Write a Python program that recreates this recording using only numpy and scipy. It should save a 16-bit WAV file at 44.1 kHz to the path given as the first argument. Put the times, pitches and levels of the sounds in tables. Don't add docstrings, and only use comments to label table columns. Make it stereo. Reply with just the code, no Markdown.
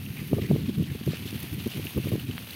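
import sys
import numpy as np
from scipy import signal
from scipy.fft import rfft, irfft, next_fast_len
from scipy.io import wavfile
from scipy.ndimage import uniform_filter1d, map_coordinates

SR = 44100
rng = np.random.default_rng(int(sys.argv[2]) if len(sys.argv) > 2 else 0)


def elevation(decibels):
    levels = np.asarray(decibels, float)
    return 10 ** (levels / 20)


def store_pcm(level_fs):
    pcm = np.round(np.clip(level_fs, -1, 1) * 32767).astype(np.int16)
    wavfile.write(sys.argv[1], SR, np.atleast_2d(pcm).T)


N = 112454
TIME_S = np.arange(N) / SR
RAREST = 0.04


def unit(x):
    return x / np.sqrt(np.mean(x ** 2) + 1e-20)


def along(points, hz):
    point_hz, value = np.transpose(points)
    return np.interp(np.log(hz + 1), np.log(point_hz + 1), value)


def curve(rows):
    return np.interp(TIME_S, *np.transpose(rows))


def wobble(rate_hz):
    knots = rng.standard_normal(int(N * rate_hz / SR) + 4)
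    return map_coordinates(knots, [np.arange(N) * rate_hz / SR])


def filtered(x, response):
    m = next_fast_len(N + SR // 2)
    return irfft(rfft(x, m) * response(np.fft.rfftfreq(m, 1 / SR)), m)[..., :N]


def impacts(count, spread_db, life_s):
    draw = rng.random((count, 2))
    power = elevation(-2 * spread_db * np.log(draw[:, 1] + RAREST))
    hits = np.bincount((draw[:, 0] * N).astype(int), power, N)
    decaying = signal.lfilter([1], [1, -np.exp(-2 / (life_s * SR))], hits)
    return unit(np.sqrt(np.abs(decaying)))


# freq_hz, correlation
PORT_LIKENESS = [(600, 0.19), (2400, 0.15), (5000, 0.048), (12000, 0.074)]


def spread(trace, spectrum):
    def mid_side(hz):
        turn = np.arccos(np.clip(along(PORT_LIKENESS, hz), -1, 1)) / 2
        return elevation(along(spectrum, hz)) * [np.cos(turn), np.sin(turn)]

    mid, side = filtered(rng.standard_normal((2, N)) * trace, mid_side)
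    return unit(np.array([mid + side, mid - side]))


def bubbles(start_s, pitch_hz, gain, cycles):
    length = 400
    t = np.arange(length)[None] / SR
    life_s = cycles / pitch_hz[:, None]
    shape = np.exp(-t / life_s) * (1 - np.exp(-t * 4 / life_s)) * gain[:, None]
    phase = 2 * np.pi * pitch_hz[:, None] * t * (1 + 0.014 * t / life_s)
    where = (start_s * SR).astype(int)[:, None] + np.arange(length)
    ports = []
    for slip_rad in (rng.normal(0.95, 1.0, len(pitch_hz)), np.zeros(len(pitch_hz))):
        wave = shape * np.sin(phase + slip_rad[:, None])
        ports.append(np.bincount(where.ravel(), wave.ravel(), N + length)[:N])
    return np.array(ports)


# freq_hz, level_db
PATTER_SPECTRUM = [(300, -1), (600, -6.5), (1210, -8), (2000, -5), (2700, -2.5), (4600, -6), (5000, -11.5),
                   (7200, -18.5)]


def soil_patter(crackle):
    larger = impacts(count=600, spread_db=4, life_s=0.0057)
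    return spread(0.63 + 0.5 * crackle + 0.31 * larger, PATTER_SPECTRUM)


# time_s, pitch_hz
GURGLE_PITCH = [(0, 2750), (.12, 2600), (.2, 2330), (.5, 2280), (.54, 3000), (.8, 2980), (1.05, 3060),
                (1.15, 2780), (2.55, 2880)]


def gurgle():
    count = 4000
    draw = rng.random((count, 2))
    start_s = draw[:, 0] * N / SR
    usual_hz = np.interp(start_s, *np.transpose(GURGLE_PITCH))
    pitch_hz = np.clip(usual_hz * np.exp(0.11 * rng.standard_normal(count)), 1500, 6000)
    gain = elevation(-4 * np.log(draw[:, 1] + 0.013))
    return unit(bubbles(start_s, pitch_hz, gain, cycles=2.26))


def burst(start_s, hold_s):
    rise_s, fall_s = 0.0066, 0.012
    t = TIME_S - start_s
    return np.clip(t / rise_s, 0, 1) * np.exp(-np.clip(t - hold_s, 0, None) / fall_s)


# start_s, over_pour_db, hold_s, centre_hz
JET_SURGES = [(0.161, 2, 0.047, 2170), (0.39, 2, 0.033, 3100), (0.407, 2.5, 0.057, 2180),
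              (0.426, -5, 0.042, 4300), (0.685, -5.5, 0.035, 3460), (0.818, 0.5, 0.042, 3060),
              (0.874, 1.5, 0.04, 2010), (1.105, 1, 0.046, 3900), (1.125, 5, 0.05, 2630),
              (1.109, -1.5, 0.049, 1385), (1.253, -5, 0.059, 3400), (1.577, 0, 0.03, 2780),
              (1.692, -2, 0.056, 3070), (2.064, -5.5, 0.061, 2970)]


def surges(crackle):
    bubbles_over_hiss_db = -3
    total = np.zeros((2, N))
    for start_s, level_db, hold_s, hz in JET_SURGES:
        colour = [(hz / 5, -22), (hz / 1.3, -11), (hz, 0), (hz * 1.47, -9), (hz * 2.95, -24)]
        total += elevation(level_db) * burst(start_s, hold_s) * spread(1 + crackle, colour)
        chance = rng.random((60, 3))
        bubble_s = start_s + hold_s * chance[:, 0]
        pitch_hz = hz * np.exp(0.49 * (chance[:, 1] - 0.5))
        gain = elevation(level_db + bubbles_over_hiss_db - 1.7 * np.log(chance[:, 2] + RAREST))
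        total += bubbles(bubble_s, pitch_hz, gain, cycles=4.3) * np.sqrt(hold_s / 0.059)
    return total


# freq_hz, level_db
FIZZ_SPECTRUM = [(4000, -8), (6700, -3.5), (7200, -30), (8600, -6.5), (9500, 0), (11400, -1), (12000, 4.5),
                 (15700, -1.5)]


def leaf_fizz(crackle):
    spits = impacts(count=300, spread_db=10.5, life_s=0.0009)
    return spread(1.8 + 0.15 * crackle + 0.5 * spits, FIZZ_SPECTRUM)


# time_s, level_db
POUR_LEVEL = [(0, -47.5), (.3, -48), (.5, -48.5), (.6, -46), (.8, -47.5), (1.05, -46), (1.3, -43),
              (1.65, -44.5), (1.9, -43), (2.3, -45.5), (2.55, -44.5)]
# time_s, level_db
SPRAY_LEVEL = [(0, -47), (.3, -46), (.65, -50), (1, -48), (1.15, -46.5), (1.3, -44.5), (1.42, -44),
               (1.65, -45), (1.85, -42.5), (2.15, -45), (2.3, -48), (2.55, -45)]


def stream():
    shake_db = 0.5 * wobble(10) + 1.2 * wobble(35)
    crackle = impacts(count=700, spread_db=1.5, life_s=0.0026)
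    soil = soil_patter(crackle) + elevation(-7.5) * gurgle() + surges(crackle)
    soil_db = curve(POUR_LEVEL) + shake_db
    leaf_db = curve(SPRAY_LEVEL) + 0.73 * shake_db + 0.31 * wobble(52)
    return elevation(soil_db) * soil + elevation(leaf_db) * leaf_fizz(crackle)


# start_s, level_db, pitch_hz
PLOP_EVENTS = [(0.0633, -29, 2640), (0.184, -36, 2390), (.456, -30, 2030), (0.6946, -31, 3020),
               (0.8407, -27.5, 3040), (0.9916, -37, 3400), (1.0298, -32.5, 3050), (1.136, -35, 2580),
               (1.156, -47, 2530), (1.3047, -36, 2650), (1.429, -44, 2400), (1.59, -32, 2600),
               (1.6931, -34, 3040), (1.723, -32, 3030), (1.8688, -20, 2680), (1.9784, -36, 2570),
               (2.0858, -30, 2600), (2.197, -26.5, 2880), (2.3118, -25.5, 2880), (2.417, -29, 2500),
               (2.507, -23, 4000), (2.532, -30, 3180)]


def plops():
    start_s, level_db, pitch_hz = np.transpose(PLOP_EVENTS)
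    return bubbles(start_s, pitch_hz, elevation(level_db + 0.5), cycles=4.1)


# start_s, peak_db
TICK_EVENTS = [(0.2738, -28.5), (0.775, -34), (1.4004, -22), (1.5359, -26), (1.8487, -23), (1.9764, -26),
               (2.089, -24), (2.129, -28), (2.1959, -27), (2.3825, -29), (2.5074, -26)]
# freq_hz, level_db
TICK_SPECTRUM = [(6000, -15), (11000, 3), (13500, 7.5)]


def ticks():
    rise_s, fall_60db_s = 0.0014, 0.041
    trace = np.zeros(N)
    for start_s, peak_db in TICK_EVENTS:
        t = TIME_S - start_s
        trace += elevation(peak_db - 60 * np.abs(t) / fall_60db_s) * np.clip(t / rise_s, 0, 1)
    port_gain = elevation([[-6], [-8.5]])
    return port_gain * trace * spread(np.ones(N), TICK_SPECTRUM)


def slap():
    start_s, level_db, pulse_hz = 2.3804, -14.5, 1500
    u = 2 * np.pi * pulse_hz * (TIME_S - start_s)
    pulse = -np.sin(u) * np.exp(-(u / 1.24) ** 2)
    ring = 0.11 * (u > 0) * np.exp(-np.abs(u) / 30) * np.sin(1.45 * u)
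    return elevation(level_db) * (pulse + ring)


def swell(middle_s, length_s):
    squareness = 2.6
    return np.exp(-np.abs((TIME_S - middle_s) / (0.62 * length_s)) ** squareness)


def churn(spectrum):
    evened_share = 0.46
    x = unit(filtered(rng.standard_normal(N), lambda hz: elevation(along(spectrum, hz))))
    power = uniform_filter1d(uniform_filter1d(x * x, size=600), size=600)
    level = np.sqrt(np.abs(power)) + 0.056
    return unit(x / level ** evened_share)


# freq_hz, level_db
THUMP_SPECTRUM = [(25, -44), (50, -9), (80, -1.5), (105, 1), (145, 3.5), (220, -3), (320, -12.5),
                  (520, -55.5)]
# freq_hz, level_db
EDGE_SPECTRUM = [(150, 7.5), (300, 3), (400, 2.5), (520, -10.5), (750, -31), (1200, -24), (1800, -73)]


def port(eddies, flips, breeze):
    lull_edge_db, flutter_db, calm_share = -11.5, 4, 0.71
    lull = elevation(curve(breeze) + 2.64 * wobble(19))
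    thump_power = lull ** 2
    edge_power = (lull * elevation(lull_edge_db)) ** 2
    for middle_s, thump_db, length_s, edge_over_db in eddies:
        thump_power += (elevation(thump_db) * swell(middle_s, length_s)) ** 2
        edge_power += (elevation(thump_db + edge_over_db) * swell(middle_s, 0.97 * length_s)) ** 2
    thump = np.sqrt(thump_power) * churn(THUMP_SPECTRUM)
    edge = np.sqrt(edge_power) * elevation(flutter_db * wobble(90)) * churn(EDGE_SPECTRUM)

    flip, calm = np.zeros(N), np.ones(N)
    for middle_s, peak_db, hz in flips:
        u = 2 * np.pi * hz * (TIME_S - middle_s)
        flip -= elevation(peak_db) * np.tanh(0.82 * np.sin(u)) * np.exp(-(u / 2.59) ** 2)
        calm *= 1 - calm_share * np.exp(-(u / 3) ** 2)
    return calm * (thump + edge) + flip


# middle_s, thump_db, length_s, edge_over_thump_db
LEFT_EDDIES = [(0.108, -24.5, 0.0087, -28), (0.195, -30, 0.011, -6), (0.224, -22.5, 0.01, -3.5),
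               (0.342, -16.5, 0.017, -2.5), (0.46, -38, 0.062, 4.5), (0.512, -14, 0.032, -5),
               (0.535, -15.5, 0.021, -33), (0.554, -19, 0.019, 1), (0.6, -28.5, 0.058, -4),
               (0.655, -26, 0.062, -17), (0.77, -29.5, 0.13, -36), (0.804, -17.5, 0.04, -6.5),
               (0.906, -28, 0.046, -31), (0.956, -25, 0.011, -1), (1.013, -25.5, 0.0071, -4),
               (1.086, -14.5, 0.029, -8), (1.136, -32.5, 0.028, -2), (1.361, -27.5, 0.015, -20),
               (1.544, -27, 0.041, -18), (1.58, -27.5, 0.016, -7.5), (1.667, -32.5, 0.024, -4),
               (1.764, -27, 0.026, -9), (2.068, -23.5, 0.041, -5), (2.139, -20, 0.036, -1.5),
               (2.18, -39, 0.075, -29)]
RIGHT_EDDIES = [(0.333, -24, 0.035, 0.5), (0.383, -21, 0.025, 4), (0.434, -28, 0.033, 2.5),
                (0.585, -26, 0.013, -10), (0.63, -30, 0.051, -3.5), (0.693, -17.5, 0.018, -10),
                (0.803, -29, 0.12, -35), (0.912, -27, 0.028, -5.5), (1.11, -28, 0.018, -9),
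                (1.21, -28.5, 0.032, -8), (1.26, -20.5, 0.0092, -20), (1.341, -25, 0.049, -18),
                (1.441, -28, 0.024, -12), (1.53, -22, 0.016, -14.5), (1.61, -25, 0.011, -31),
                (1.666, -25, 0.016, -1), (1.79, -25, 0.02, -0.5), (1.848, -30.5, 0.049, -11.5),
                (1.981, -27.5, 0.061, -11), (1.976, -30.5, 0.025, 12.5), (2.102, -33, 0.12, -4),
                (2.247, -24, 0.011, -21), (2.297, -21, 0.02, -8.5), (2.358, -28, 0.016, -17)]
# middle_s, peak_db, pitch_hz (negative: suction first)
LEFT_FLIPS = [(0.3324, -1.5, 354), (0.4986, -10.5, 170.0), (0.5135, -2, 375), (0.5326, -5.5, -200.0),
              (0.5456, -6, -170.0), (0.5622, -5.5, 294), (0.7831, -9.5, 131), (0.7999, -4.5, -170.0),
              (0.8245, -8, -200.0), (1.0778, -9, -330.0), (1.0966, -11, -140.0), (1.135, -13, 353),
              (1.5423, -18.5, 217), (1.6677, -10, 294), (1.7633, -19, -220.0), (2.0722, -12.5, -330.0),
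              (2.1194, -11.5, 355), (2.1333, -18.5, 395), (2.1564, -8, -300.0), (2.1811, -15.0, 209)]
RIGHT_FLIPS = [(0.3305, -8, -250.0), (0.3854, -11, -400.0), (0.4001, -12.5, -200.0), (0.4332, -18, -270.0),
               (0.609, -18, 220.0), (0.693, -9.5, -190.0), (1.258, -15.0, 183), (1.3292, -15.0, -220.0),
               (1.3465, -19, 270.0), (1.4391, -22.5, 217), (1.5322, -16, 200.0), (1.6615, -14.0, -270.0),
               (1.6767, -11, 212), (1.7843, -30, -270.0), (1.798, -13.5, 281), (1.856, -18, 251),
               (1.9658, -15, -190.0), (1.9814, -8.5, 272), (2.0016, -12.5, 194), (2.2975, -14, 220)]
# time_s, level_db
LEFT_BREEZE = [(0, -36.5), (.3, -37), (.7, -43), (1.4, -38.5), (1.5, -45.5), (2, -45.5), (2.3, -36),
               (2.42, -52), (2.55, -33.5)]
RIGHT_BREEZE = [(0, -32.5), (.15, -38.5), (.3, -31), (.95, -40.5), (1.2, -37), (2.2, -33), (2.55, -41.5)]


def wind():
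    left = port(LEFT_EDDIES, LEFT_FLIPS, LEFT_BREEZE)
    right = port(RIGHT_EDDIES, RIGHT_FLIPS, RIGHT_BREEZE)
    return np.array([left, right])


# freq_hz, left_minus_right_db
PORT_LEAN = [(700, 0), (1300, -3), (2500, -9), (4400, -2), (6800, 0), (7200, 9), (8600, 7), (9300, .6)]


def scene():
    water = stream() + plops() + ticks() + slap()
    half = np.array([[0.5], [-0.5]])
    water = filtered(water, lambda hz: elevation(along(PORT_LEAN, hz) * half))
    return water + wind()


def top_cut(x):
    return signal.sosfilt(signal.butter(12, 15860, fs=SR, output="sos"), x)


def record(dry):
    bass_cut_hz, top_hz = 74, 15820
    heard = filtered(dry, lambda hz: (hz < top_hz) / np.sqrt(1 + (bass_cut_hz / (hz + 1)) ** 8))
    return top_cut(heard)


dry = scene()
out = record(dry)
store_pcm(out)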